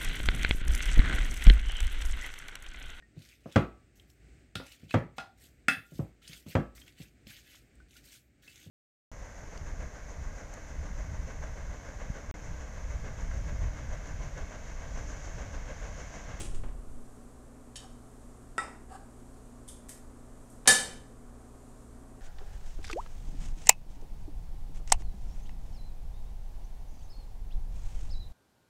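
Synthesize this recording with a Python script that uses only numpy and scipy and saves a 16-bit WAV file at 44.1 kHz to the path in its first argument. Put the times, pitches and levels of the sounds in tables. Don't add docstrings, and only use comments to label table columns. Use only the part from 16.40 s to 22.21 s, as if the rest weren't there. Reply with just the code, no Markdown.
import sys
import numpy as np
from scipy import signal
from scipy.fft import rfft, irfft, next_fast_len
from scipy.io import wavfile

SR = 44100
rng = np.random.default_rng(int(sys.argv[2]) if len(sys.argv) > 2 else 0)


def unload_audio(sound):
    columns = np.transpose(np.atleast_2d(sound))
    steps = np.round(np.clip(columns, -1, 1) * 32767)
    wavfile.write(sys.argv[1], SR, steps.astype(np.int16))


N = 256209
TIME = np.arange(N) / SR


def amp(db):
    return 10 ** (np.asarray(db) / 20)


def unit_rms(x):
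    return x / np.sqrt(np.mean(x ** 2) + 1e-20)


def log_interp(points, hz):
    point_hz, value = np.transpose(points)
    return np.interp(np.log(hz + 1), np.log(point_hz + 1), value)


def add(mix, start_s, sound):
    part = mix[max(round(start_s * SR), 0):][:len(sound)]
    part += sound[:len(part)]


def colour(x, spectrum):
    size = next_fast_len(len(x) + 4096)
    log_gain = np.log(amp(log_interp(spectrum, abs(np.fft.fftfreq(size, 1 / SR)))))
    response = np.exp(np.conj(signal.hilbert(log_gain)))
    return irfft(rfft(x, size) * response[:size // 2 + 1], size)[:len(x)]


def envelope(start_s, hold_s, fade_db_per_s, attack_s=0.00067):
    t = TIME - start_s
    return np.clip(t / attack_s, 0, 1) * amp(-fade_db_per_s * np.maximum(t - hold_s, 0))


def drift(rate_hz):
    hz = np.fft.rfftfreq(N, 1 / SR)
    return unit_rms(irfft(rfft(rng.standard_normal(N)) / (1 + (hz / rate_hz) ** 4), N))


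def grains(per_s, spread_db):
    size = amp(spread_db * np.minimum(rng.exponential(1, N), 4))
    return unit_rms(size * rng.standard_normal(N) * (rng.random(N) < per_s / SR))


def contact(x, low_hz, high_hz):
    highpass = signal.butter(2, min(low_hz, SR / 2.2), "high", fs=SR)
    lowpass = signal.butter(2, min(high_hz, SR / 2.2), fs=SR)
    return signal.lfilter(*lowpass, signal.lfilter(*highpass, x))


def crack(t60_s):
    fade = amp(-60 * TIME[:SR] / t60_s)
    spectrum = rfft(rng.standard_normal(SR) * fade)
    burst = irfft(spectrum / (abs(spectrum) + 1e-12), SR) * fade ** .25
    return burst / np.linalg.norm(burst)


def kitchen(x, wet_db, gap_s=0.0016, build_s=0.0035):
    # frequency in Hz, t60 in seconds.
    decay = [(100, 0.86), (500, 0.57), (1500, 0.52), (4000, 0.45), (8000, 0.41), (12000, 0.37),
             (16000, 0.32)]
    taps = rng.choice([-1., 1.], SR) * (rng.random(SR) < 5000 / SR)
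    taps *= np.clip((TIME[:SR] - gap_s) / build_s, 0, 1)
    hz, frame_s, bands = signal.stft(taps, SR, nperseg=256)
    fade = amp(-60 * frame_s / log_interp(decay, hz)[:, None])
    tail = signal.istft(bands * fade, SR, nperseg=256)[1]
    return x + amp(wet_db) * signal.fftconvolve(x, tail / np.linalg.norm(tail))[:N]


def struck(blows, modes, clatter, crack_t60_s, body_db, wet_db, ring_wet_db, width_hz=140):
    t = TIME[:SR]
    ring = sum((-1) ** k * amp(db - 60 * t / t60_s) * np.sin(2 * np.pi * hz * t)
               for k, (hz, db, t60_s) in enumerate(modes))
    cracks, rings = np.zeros((2, N))
    for start_s, db, low_hz, high_hz, ring_db in blows:
        add(cracks, start_s, amp(db) * contact(crack(crack_t60_s), low_hz, high_hz))
        add(rings, start_s, amp(db + ring_db) * contact(ring, low_hz, high_hz))
    body = sum(signal.lfilter(*signal.iirpeak(hz, max(hz / width_hz, 10), SR), cracks)
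               for hz, _, _ in modes)
    impacts = colour(cracks + amp(body_db) * body, clatter)
    return kitchen(impacts, wet_db) + kitchen(rings, ring_wet_db)


def room_air():
    # frequency in Hz, relative level in dB.
    spectrum = [(8, -2), (33, 6), (48, -9.5), (62, 4), (85, -18.5), (160, -15), (240, -8.5), (310, -14),
                (600, -17), (850, -22.5), (1150, -21.5), (1700, -30.5), (3200, -45), (15000, -60)]
    return amp(-50.5) * unit_rms(colour(rng.standard_normal(N), spectrum))


def refrigerator():
    # frequency in Hz, rms level in dB.
    tones = [(59.6, -69), (119.6, -60.5), (239.5, -60.5), (242.5, -72.5), (269.2, -64.5), (360, -72.5),
             (425.3, -69), (640.6, -73.5), (748.3, -74)]
    hum = np.zeros(N)
    for hz, db in tones:
        peak = np.sqrt(2) * amp(db + 1.2 * drift(rate_hz=7.0))
        phase_rad = 2 * np.pi * (hz * TIME + rng.random()) + 0.64 * drift(rate_hz=1.4)
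        hum += peak * np.sin(phase_rad)
    return hum


def sizzle(level_db=-67.5, swell_db=0.8, period_s=1.17, crest_s=0.65):
    # frequency in Hz, relative level in dB.
    spectrum = [(1500, -14.5), (3500, -11), (5200, -10.5), (7200, -3), (8700, -1.5), (9700, -7.5),
                (11000, -8.5), (12500, -15.5), (15500, -27)]
    bubbles = grains(per_s=39000, spread_db=-1.5)
    swell = np.cos(2 * np.pi * (TIME - crest_s) / period_s)
    return amp(level_db + swell_db * swell) * unit_rms(colour(bubbles, spectrum))


def rumble():
    # frequency in Hz, relative level in dB.
    spectrum = [(4, -10), (10, 4), (24, -15), (37, -10), (50, -23.5), (80, -24), (150, -33.5), (400, -58),
                (1000, -91)]
    gain = amp(-30) * envelope(start_s=0, hold_s=0.23, fade_db_per_s=41.5)
    return gain * unit_rms(colour(rng.standard_normal(N), spectrum))


def rustle():
    # start in seconds, gain in dB, low and high edge in Hz.
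    crinkles = [(.146, -20, 100, 11000), (.235, -8.5, 497, 1480), (.283, -16, 700, 1500)]
    # frequency in Hz, gain in dB.
    spectrum = [(100, 19.5), (400, 9.5), (1000, -2), (2000, -3), (3100, -1.5), (4500, -7.5), (7500, 1.5),
                (9500, -2), (12000, -19), (15500, -30)]
    gain = amp(-39) * envelope(start_s=0, hold_s=0, fade_db_per_s=174)
    crackle = gain * grains(per_s=3000, spread_db=0.5)
    for start_s, db, low_hz, high_hz in crinkles:
        add(crackle, start_s, amp(db) * contact(crack(t60_s=0.12), low_hz, high_hz))
    return kitchen(colour(crackle, spectrum), wet_db=-3.5)


def scrape():
    # frequency in Hz, width in Hz, relative level in dB.
    modes = [(774, 87, 5.5), (940, 72, -4), (1116, 110, -4.5), (1275, 58, -3.5), (1600, 210, -8.5),
             (2840, 320, -20.5), (5100, 2200, -25.5), (7760, 2700, -21), (8600, 130, -20)]
    # start in seconds, length in seconds, level in dB.
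    strokes = [(1.403, 0.037, -52.5), (2.484, .072, -48.5)]
    slips = grains(per_s=4300, spread_db=-1.5)
    body = np.zeros(N)
    for hz, width_hz, db in modes:
        peak = signal.iirpeak(hz, hz / width_hz, SR)
        body += amp(db) * signal.lfilter(*peak, signal.lfilter(*peak, slips))
    pressure = sum(amp(db) * envelope(start_s, length_s, fade_db_per_s=500, attack_s=0.041)
                   for start_s, length_s, db in strokes)
    return kitchen(pressure * unit_rms(body), wet_db=-6.5)


def clicks():
    # start in seconds, gain in dB, low and high edge in Hz, ring offset in dB.
    blows = [(3.278, -23, 3000, 11100, 8), (3.286, -16.5, 3000, 11100, 10.5),
             (3.4865, -23.5, 1200, 16000, -23), (3.492, -13.5, 1300, 16000, -22),
             (4.1005, -26.5, 6500, 12000, -21.5), (4.121, -33, 7000, 14000, -22)]
    # frequency in Hz, gain in dB, t60 in seconds.
    modes = [(3100, -44, 0.026), (3427, -44, 0.05), (3670, -45.5, 0.036), (6460, -52.5, 0.091),
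             (8320, -57, .05), (8882, -39.5, .04), (10000, -37, 0.034)]
    # frequency in Hz, gain in dB.
    snap = [(900, -21), (1800, -2), (2600, -11.5), (3400, -13), (4700, -7.5), (6500, -5.5), (7400, 0),
            (8300, 2.5), (9300, -3), (11000, -4.5), (13000, -8.5), (15500, -22.5)]
    return struck(blows, modes, snap, crack_t60_s=0.048, body_db=-4.5, wet_db=2, ring_wet_db=0)


def handle_clink():
    # start in seconds, gain in dB, low and high edge in Hz, ring offset in dB.
    blows = [(1.3572, -11, 1190, 7250, 0.5), (1.366, -15, 6100, 13100, 7)]
    # frequency in Hz, gain in dB, t60 in seconds.
    modes = [(1739, -52, .25), (3052, -37, .28), (3731, -36, .3), (4554, -46, .15), (5432, -45, .05),
             (6735, -45, .1), (8118, -43, .1), (9781, -38, .05)]
    # frequency in Hz, gain in dB.
    clatter = [(1000, -16), (2400, -7), (3200, 0), (4500, -6.5), (5400, -2.5), (6500, -3), (8200, -1.5),
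               (9800, -6), (11000, -9), (15000, -26)]
    return struck(blows, modes, clatter, crack_t60_s=0.057, body_db=5, wet_db=-2.5, ring_wet_db=-14)


def pan_knock():
    # start in seconds, gain in dB, low and high edge
    # in Hz, ring offset in dB.
    blows = [(2.1808, 2.5, 150, 15000, 1.5), (2.304, -26, 1300, 2000, -8), (2.322, -29, 1600, 2000, -9),
             (2.347, -22, 1400, 1700, -5)]
    # frequency in Hz, gain in dB, t60 in seconds.
    modes = [(790, -51, .25), (1319, -29, .17), (1480, -31, .04), (1925, -29, .09), (1950, -41, .21),
             (2700, -57, .2), (3660, -44, .08), (3675, -52, .27), (5146, -56, .06), (7343, -56, .33),
             (7950, -60, .3), (8530, -61, .3), (8791, -56, .28)]
    # frequency in Hz, gain in dB.
    clatter = [(150, -6), (400, 3.5), (900, -0.5), (1400, -3.5), (2100, -3.5), (3100, -18.5), (4400, -23),
               (5100, -13.5), (6300, -22), (7500, -12.5), (8900, -11.5), (10000, -25), (12000, -31),
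               (15000, -70)]
    return struck(blows, modes, clatter, crack_t60_s=0.0092, body_db=-4.5, wet_db=0, ring_wet_db=-20)


def spoon_drop():
    # start in seconds, gain in dB, low and high edge in Hz, ring offset in dB.
    blows = [(4.258, -4.5, 597, 1600, -19.5), (4.2655, -5.5, 405, 1382, -25),
             (4.2735, -11, 799, 5980, -21.5), (4.2753, 11, 151, 15000, -25.5), (4.278, 6.5, 50, 14000, 3.5),
             (4.2842, 2.5, 3057, 16120, -23.5), (4.2868, 0, 4020, 16050, -21.5)]
    # frequency in Hz, gain in dB, t60 in seconds.
    modes = [(88, -55, .5), (172, -53, .35), (500, -48, .3), (590, -50, .3), (759, -46, .35),
             (802, -48, .4), (964, -49, .55), (1260, -47, .42), (1563, -43, .42), (1735, -25, .31),
             (1752, -31, .2), (2309, -45, .35), (2912, -46, .3), (3052, -48, .47), (3690, -41, .3),
             (3706, -37, .39), (4177, -47, .25), (4560, -47, .35), (5030, -45, .38), (5044, -42, .45),
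             (5568, -44, .3), (6045, -46, .38), (6220, -47, .3), (7020, -45, .28), (7227, -42, .32),
             (8050, -40, .28), (8102, -39, .36), (8872, -45, .36), (9450, -43, .3), (9609, -41, .28)]
    # frequency in Hz, gain in dB.
    clatter = [(60, 4), (170, -1), (420, -3), (750, -5.5), (1400, -8), (2000, -6), (3000, -4), (4500, -4.5),
               (6000, -4.5), (8200, 1), (9700, -1.5), (11000, -5), (13000, -12), (15500, -42)]
    return struck(blows, modes, clatter, crack_t60_s=0.029, body_db=2, wet_db=1.5, ring_wet_db=-11)


def scene():
    spoon = handle_clink() + pan_knock() + clicks() + spoon_drop() + scrape()
    return (spoon + rustle() + rumble() + room_air() + refrigerator() + sizzle())[None]


def record(dry):
    edge_hz = 15750
    lowpass = signal.firwin(255, edge_hz, window=("kaiser", 9), fs=SR)
    return signal.oaconvolve(dry, lowpass[None], "same")


dry = scene()
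out = record(dry)
unload_audio(out)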